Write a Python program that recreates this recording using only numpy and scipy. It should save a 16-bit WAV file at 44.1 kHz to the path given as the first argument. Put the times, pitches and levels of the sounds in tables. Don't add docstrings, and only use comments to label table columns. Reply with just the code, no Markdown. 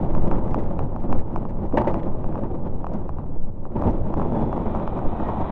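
import sys
import numpy as np
from scipy import signal
from scipy.fft import rfft, irfft, next_fast_len
from scipy.io import wavfile
from scipy.ndimage import uniform_filter1d

SR = 44100
rng = np.random.default_rng(int(sys.argv[2]) if len(sys.argv) > 2 else 0)


def waveform_to_disk(signal):
    frames = np.transpose(np.atleast_2d(signal))
    scaled = np.clip(frames, -1, 1) * 32767
    samples = np.round(scaled).astype(np.int16)
    wavfile.write(sys.argv[1], SR, samples)


N = 242991
TIME = np.arange(N) / SR


def runners(rumble_trim_db=0.72, scrape_trim_db=-1.38, boom_db=-31, boom_follows=0.52,
            spray_db=-62.5, spray_follows=1.11, judder_db=2.0, spray_judder_db=2.5):
    # t/s, rumble/dB, scrape/dB (before the trims)
    ride = [(0, -27.5, -36), (0.35, -28.5, -35), (0.647, -29.5, -36.5), (0.97, -35.5, -42),
            (1.681, -36, -44), (1.81, -29, -29), (2.05, -31.5, -40), (2.801, -35, -44),
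            (3.25, -37.5, -43.5), (3.45, -42, -52), (3.744, -37.5, -47.5), (3.77, -28, -33.5),
            (4.0, -30.5, -38.5), (4.361, -27, -33.5), (4.498, -28.5, -35.5), (4.75, -28.5, -31.5),
            (5.068, -33, -36.5), (5.261, -29, -29), (5.5, -32, -29)]
    # t/s, rise of rumble and scrape/dB, rise of boom/dB, length/s
    patches = [(0.037, 0.5, 4, 0.036), (0.242, 1.5, 6.5, 0.048), (0.323, 6.5, -0.5, 0.05),
               (0.385, 0, 13, 0.022), (0.83, 4.5, 6, 0.066), (1.142, 8, 5, 0.11), (1.388, 5.5, 1, 0.11),
               (1.637, 7, 7.5, 0.042), (2.38, 4, 2.5, 0.074), (2.667, 9, 6, 0.029), (2.944, 6.5, 4, 0.08),
               (3.876, 6.5, 10, 0.044), (4.2, 2.5, 9, 0.029), (4.431, 6, 4, 0.026)]
    # f/Hz, relative level/dB
    boom_tone = [(25, -17.5), (42, -0.5), (62, -3.5), (90, -1), (120, -3.5), (165, -4.5), (230, -23.5),
                 (400, -35.5)]
    rumble_tone = [(120, -26.5), (175, 0), (222, 4), (270, -3.5), (330, -0.5), (400, -6), (480, -7),
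                   (560, -4.5), (680, -14.5), (850, -21.5), (1400, -55.5)]
    scrape_tone = [(400, -26), (620, 3), (760, 5), (880, 6), (1000, 1.5), (1100, -3.5), (1190, -4.5),
                   (1350, -11), (1600, -19), (2100, -40), (3000, -56.5), (6000, -58)]
    spray_tone = [(700, -10.5), (1300, 3), (1900, 4.5), (2100, 2), (2400, 0), (3000, -5), (3600, -8),
                  (4500, -18), (5500, -19.5), (8000, -25)]
    times, rumbles, scrapes = np.transpose(ride)
    ride_db = np.interp(TIME, times, rumbles)
    rough_db = sum(db * swell(s, length_s) for s, db, _, length_s in patches)
    heave_db = sum(db * swell(s, length_s) for s, _, db, length_s in patches)
    boom_gain = from_db(boom_db + boom_follows * (ride_db - ride_db.mean()) + heave_db)
    rumble_gain = from_db(ride_db + rough_db)
    scrape_gain = from_db(np.interp(TIME, times, scrapes) + rough_db)
    work_db = 10 * np.log10(rumble_gain * scrape_gain)
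    spray_gain = from_db(spray_db + spray_follows * (work_db - work_db.mean()))
    load = drift(30)
    bumps = grains(per_s=4000, spread_db=2.0) * from_db(judder_db * load)
    ridges = grains(per_s=2600, spread_db=2.0) * from_db(judder_db * load)
    chips = grains(per_s=9000, spread_db=2.5) * from_db(spray_judder_db * load)
    boom = boom_gain * rms_one(colour(rng.standard_normal(N), boom_tone))
    rumble = from_db(rumble_trim_db) * rumble_gain * rms_one(colour(bumps, rumble_tone))
    scrape = from_db(scrape_trim_db) * scrape_gain * rms_one(colour(ridges, scrape_tone))
    spray = spray_gain * rms_one(colour(chips, spray_tone))
    return boom + rumble + scrape + spray


def knocks(attack_s=0.0017, soft_extra_s=0.0045, soft_hz=480, hard_db=-26, steady_s=0.014,
           floor_attack_s=0.0047):
    # t/s, level/dB, contact/s, decay/s, relative crunch/dB, thump/dB
    blows = [(0.572, -16, 0.0037, 0.079, -52, -19.5), (1.734, -15.5, .003, 0.13, -45, -6.5),
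             (1.769, -12.5, 0.0086, 0.075, -14, -15), (1.798, -20, 0.018, 0.099, -26.5, -29),
             (1.8694, -16.5, 0.0094, 0.095, -17.5, -16), (1.947, -20.5, 0.003, 0.15, -27.5, -32),
             (2.431, -20, .003, 0.14, -29, -33), (3.29, -46.5, 0.0079, 0.2, -40, -22),
             (3.752, -18.5, 0.017, 0.055, -29.5, -21.5), (3.811, -26.5, .003, 0.046, -18, -25),
             (3.867, -22.5, 0.0059, 0.089, -25.5, -24.5), (3.888, -22, 0.0083, 0.059, -27, -27.5),
             (4.169, -25, 0.0036, 0.037, -23, -22), (4.344, -21, 0.023, 0.19, -28.5, -20),
             (5.049, -25, 0.0071, 0.19, -35, -16.5)]
    # f/Hz, relative level/dB
    crunch_tone = [(500, -9.5), (950, 11), (1350, 2), (1750, 6), (1980, 5), (2150, -1), (2400, -1),
                   (3400, -11), (4200, -20), (6000, -26.5), (7500, -35.5)]
    # f/Hz, relative level/dB, time to fade by 60 dB/s
    floor_modes = [(282, 0, 0.061), (482, -12, 0.13)]
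    contacts = grains(per_s=5000, spread_db=3.5)
    ringing = hull(contacts)
    bang = even(ringing, steady_s)
    thud = even(signal.sosfilt(signal.butter(3, soft_hz, fs=SR, output="sos"), ringing), steady_s)
    crunch = even(colour(contacts, crunch_tone), steady_s)
    out = np.zeros(N)
    for s, db, contact_s, decay_s, crunch_db, thump_db in blows:
        span = slice(int(s * SR), int((s + .5) * SR))
        age = TIME[span] - TIME[span][0]
        hardness = min(from_db(crunch_db - hard_db), 1)
        rise = (1 - np.exp(-age / (attack_s + soft_extra_s * (1 - hardness)))) ** 2
        hold_then_fade = from_db(db - 60 * np.maximum(age - contact_s, 0) / decay_s)
        body = hardness * bang[span] + np.sqrt(1 - hardness ** 2) * thud[span]
        out[span] += rise * hold_then_fade * (body + from_db(crunch_db) * crunch[span])
        floor = sum(from_db(mode_db - 60 * age / fade_s) * np.sin(2 * np.pi * hz * age)
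                    for hz, mode_db, fade_s in floor_modes)
        out[span] += from_db(thump_db) * (1 - np.exp(-age / floor_attack_s)) * floor
    return out


def hull(x, damping_hz=1700):
    # f/Hz, width/Hz, relative level/dB
    hull_modes = [(222.4, 37, 4), (275, 51, -4.5), (323, 59, 3), (517, 80, 2), (573.5, 35, 10.5),
                  (925, 178, 1.5), (992, 116, -1), (1180, 20, -32.5)]
    return signal.sosfilt(signal.butter(3, damping_hz, fs=SR, output="sos"), modes(x, hull_modes))


def ticks(crack_boost_db=21, ring_boost_db=29.5, ring_ratio=1.338, ring_lag_s=0.00024, thump_db=-8,
          thump_band_hz=(300, 720), spot_db=2.5, spot_detune=0.062, notch_hz=2100, notch_width_hz=230):
    # t/s, crack/dB, ring/dB (both before the boosts), ring pitch/Hz
    hits = [(.15, -28, -16.5, 874), (.3131, -29, -18.5, 1010), (0.5441, -27, -12.5, 905),
            (0.7915, -27.5, -16.5, 885), (.962, -38, -23, 905), (1.127, -23, -13.5, 867),
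            (1.3602, -32.5, -15, 880), (1.452, -43, -22, 875), (1.7247, -43, -26.5, 900),
            (1.7724, -30, -23, 850), (1.7872, -33, -16, 860), (1.8178, -28, -17, 870),
            (1.9423, -28.5, -16, 885), (2.2425, -38, -23.5, 906), (2.325, -44, -32, 990),
            (2.3553, -40, -20.5, 910), (2.378, -44, -31, 1010), (2.436, -44, -24.5, 840),
            (2.8433, -44, -17.5, 870), (2.867, -35.5, -19.5, 910), (3.092, -36, -20, 870),
            (3.185, -44, -25.5, 920), (3.6528, -47, -27, 940), (3.822, -38, -15, 900),
            (3.8367, -40, -24, 900), (4.1397, -34, -16.5, 874), (4.1968, -45, -16.5, 876),
            (4.2166, -45, -15, 880), (4.2294, -42, -29, 940), (4.2416, -48, -30, 900),
            (4.3206, -44, -16.5, 760), (4.528, -37, -16.5, 910), (4.5775, -51, -16, 760),
            (4.749, -38, -16, 870), (4.799, -46, -26, 965), (4.876, -33, -16.5, 916),
            (4.9908, -40, -21.5, 950), (5.1992, -43, -20.5, 950), (5.29, -49, -15, 840)]
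    # f/Hz, width/Hz, relative level/dB
    wall_modes = [(1460, 60, -13.5), (1850, 130, -14), (2380, 380, -3), (2710, 350, -10),
                  (3650, 210, -19.5), (4180, 400, -18), (5100, 530, -25.5)]
    # f/Hz, relative level/dB
    crack_tone = [(600, -19.5), (1400, -6.5), (2500, -9), (3500, -21), (6500, -32.5), (8400, -26)]
    click = np.zeros(SR // 10)
    click[0] = 1
    mount = signal.butter(2, thump_band_hz, "band", fs=SR, output="sos")
    thump = from_db(thump_db) * signal.sosfilt(mount, click)
    strikes, out = np.zeros((2, N + len(click)))
    spots = rng.standard_normal((len(hits), len(wall_modes), 2))
    for (s, crack_db, ring_db, hz), spot in zip(hits, spots):
        at, ring_at = round(s * SR), round((s + ring_lag_s) * SR)
        strikes[at] = from_db(crack_db + crack_boost_db)
        spot_modes = [(wall_hz * (1 + spot_detune * higher), width, db + spot_db * louder)
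                      for (wall_hz, width, db), (louder, higher) in zip(wall_modes, spot)]
        out[at:at + len(click)] += strikes[at] * modes(click, spot_modes)
        cavity = signal.butter(3, [hz / ring_ratio, hz * ring_ratio], "band", fs=SR, output="sos")
        ring = signal.sosfilt(cavity, click)
        out[ring_at:ring_at + len(click)] += from_db(ring_db + ring_boost_db) * (ring - thump)
    notch = signal.iirnotch(notch_hz, notch_hz / notch_width_hz, fs=SR)
    return signal.lfilter(*notch, out[:N] + colour(strikes[:N], crack_tone))


def wind(push_db=-22.5, fall_db_per_s=0.75, swirl_band_hz=(4.03, 16), steady_s=0.2, flutter_db=1.5):
    # t/s, rise/dB, length/s
    gusts = [(.3, 3.4, 0.78), (2.199, 1.1, 0.089), (4.08, 5.4, 0.24), (5.07, 8.3, 0.061)]
    # f/Hz, relative level/dB
    air_tone = [(650, -4.5), (900, 0), (1200, 13.5), (1650, -7.5), (1920, 1), (2120, -5.5), (2400, 1.5),
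                (2700, -11.5), (3100, -6), (3850, -8.5), (4250, -30), (8000, -52)]
    gust_db = sum(db * swell(s, length_s) for s, db, length_s in gusts)
    push = from_db(push_db - fall_db_per_s * TIME + gust_db)
    swirl_band = signal.butter(2, swirl_band_hz, "band", fs=SR, output="sos")
    swirls = signal.sosfilt(swirl_band, rng.standard_normal(N))
    hiss = speed_gain() * rms_one(colour(grains(per_s=6500, spread_db=3.5), air_tone))
    return push * even(swirls, steady_s) + hiss * from_db(flutter_db * drift(10))


def buffets():
    # t/s, peak/dB, length/s
    swirls = [(0.205, -9.5, 0.044), (0.366, -16.5, 0.063), (1.155, -11, 0.052), (2.116, -19.5, 0.092),
              (2.258, -17.5, 0.036), (2.726, -21, 0.062), (3.409, -12.5, 0.05)]
    peak_to_one = 2 * np.exp(.5)
    return sum(from_db(db) * peak_to_one * (s - TIME) / length_s * swell(s, length_s)
               for s, db, length_s in swirls)


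def spurts(trim_db=-3, powder_hz=4000):
    # t/s, level before the trim/dB, length/s, extra powder/dB
    shaves = [(0.22, -53, 0.011, -3), (0.278, -53.5, .008, 2), (0.48, -55, 0.009, -2),
              (0.511, -49, 0.009, 3.5), (0.596, -46, 0.017, -3.5), (0.64, -52, 0.0083, 2),
              (0.833, -56.5, .014, 0), (1.006, -55, 0.011, -1), (1.195, -48.5, 0.018, -1),
              (1.499, -55, 0.022, -0.5), (1.66, -61, 0.014, 6), (1.747, -56, .008, 4),
              (1.914, -55, 0.012, 5), (1.998, -43.5, 0.009, -14), (2.033, -42, 0.0038, -5),
              (2.658, -60, 0.0069, -8), (2.937, -55, 0.0076, 11), (3.818, -53, 0.0063, 5),
              (3.904, -58, 0.021, 9), (4.19, -59.5, 0.015, 7.5), (4.386, -67, 0.094, 10),
              (5.294, -64.5, .06, -3.5)]
    # f/Hz, relative level/dB
    shavings_tone = [(900, -2.5), (2000, 7), (3000, -7), (4500, -12.5), (6500, -15.5), (8000, -22.5)]
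    shavings = rms_one(colour(grains(per_s=7000, spread_db=5.5), shavings_tone))
    powder = signal.sosfiltfilt(signal.butter(3, powder_hz, "high", fs=SR, output="sos"), shavings)
    chips = shavings - powder
    return sum(from_db(db + trim_db) * swell(s, length_s) * (chips + from_db(powder_db) * powder)
               for s, db, length_s, powder_db in shaves)


def whistles(width_hz=34, steady_s=0.022, waver_db=3.0):
    # t/s, level/dB, length/s, f/Hz
    edges = [(3.95, -83, .25, 3320), (4.43, -69.5, 0.35, 3433), (5.195, -71, 0.2, 2570),
             (5.25, -59, .16, 1874)]
    out = np.zeros(N)
    for s, db, length_s, hz in edges:
        narrow_noise = resonate(rng.standard_normal(N), hz, width_hz)
        tone = even(resonate(narrow_noise, hz, width_hz), steady_s)
        out += swell(s, length_s) * from_db(db + waver_db * drift(12)) * tone
    return out


def singing(relative_db=-12.5, wander=0.0084, wander_hz=3):
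    # f/Hz, width/Hz, relative level/dB
    steel_modes = [(1880, 49, 2), (1980, 70, -3), (2400, 70, -4), (2600, 45, -6.5), (3020, 43, -11),
                   (3960, 88, -16.5)]
    ringing = rms_one(modes(grains(per_s=3200, spread_db=-1.0), steel_modes))
    position = np.cumsum(1 + wander * drift(wander_hz)) % N
    return from_db(relative_db) * speed_gain() * np.interp(position, np.arange(N), ringing)


def electronics(hiss_db=-85, whine_db=-94, whine_hz=8000):
    whine = rms_one(np.sin(2 * np.pi * whine_hz * TIME))
    return from_db(hiss_db) * rng.standard_normal(N) + from_db(whine_db) * whine


def speed_gain():
    # t/s, level/dB
    hiss_levels = [(3.75, -91), (3.98, -71.5), (4.15, -68), (4.4, -63), (4.8, -52), (4.95, -55), (5.1, -55),
                   (5.22, -52), (5.5, -48.5)]
    return from_db(np.interp(TIME, *np.transpose(hiss_levels)))


def grains(per_s, spread_db):
    sizes = from_db(spread_db * np.minimum(rng.exponential(1, N), 4))
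    return rms_one(sizes * rng.choice([-1, 1], N) * (rng.random(N) < per_s / SR))


def drift(rate_hz):
    r = np.exp(-80 * np.pi * rate_hz / SR)
    noise = rng.standard_normal(N // 40 + 2002)
    slow = signal.lfilter([1], [1, -2 * r, r * r], noise)[2000:]
    return np.interp(np.arange(N) / 40, np.arange(len(slow)), rms_one(slow))


def swell(s, length_s):
    out, near = np.zeros(N), np.abs(TIME - s) < 3 * length_s
    out[near] = np.exp(-2 * ((TIME[near] - s) / length_s) ** 2)
    return out


def colour(x, tone):
    size = 2 * next_fast_len(N)
    hz, db = np.transpose(tone)
    grid = np.maximum(np.fft.rfftfreq(size, 1 / SR), 1)
    octaves_beyond = np.log2(grid / np.clip(grid, hz[0], hz[-1]))
    shape_db = np.interp(np.log(grid), np.log(hz), db) - 18 * np.abs(octaves_beyond)
    cepstrum = irfft(np.log(from_db(shape_db)))
    cepstrum[1:size // 2] *= 2
    cepstrum[size // 2 + 1:] = 0
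    return irfft(rfft(x, size) * np.exp(rfft(cepstrum)))[:N]


def modes(x, table):
    return sum((-1) ** k * from_db(db) * resonate(x, hz, width)
               for k, (hz, width, db) in enumerate(table))


def resonate(x, hz, width_hz):
    r = np.exp(-np.pi * width_hz / SR)
    feedback = [1, -2 * r * np.cos(2 * np.pi * hz / SR), r * r]
    return signal.lfilter(np.array([1, 0, -1]) * (1 - r * r) / 2, feedback, x + 1e-18)


def even(x, window_s):
    power = uniform_filter1d(x * x, max(int(window_s * SR), 1))
    return x / np.sqrt(np.abs(power) + 1e-20)


def rms_one(x):
    return x / np.sqrt(np.mean(x ** 2) + 1e-20)


def from_db(db):
    return 10 ** (np.asarray(db) / 20)


def scene():
    background = electronics()
    sled = runners() + spurts() + knocks() + ticks()
    air = wind() + whistles() + buffets()
    return (sled + air + singing() + background)[None]


def record(dry, cutoff_hz=8300, fade_s=0.008):
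    fade = np.clip((TIME[-1] - TIME) / fade_s, 0, 1)
    return signal.sosfilt(signal.ellip(10, .2, 80, cutoff_hz, fs=SR, output="sos"), dry * fade)


dry = scene()
out = record(dry)
waveform_to_disk(out)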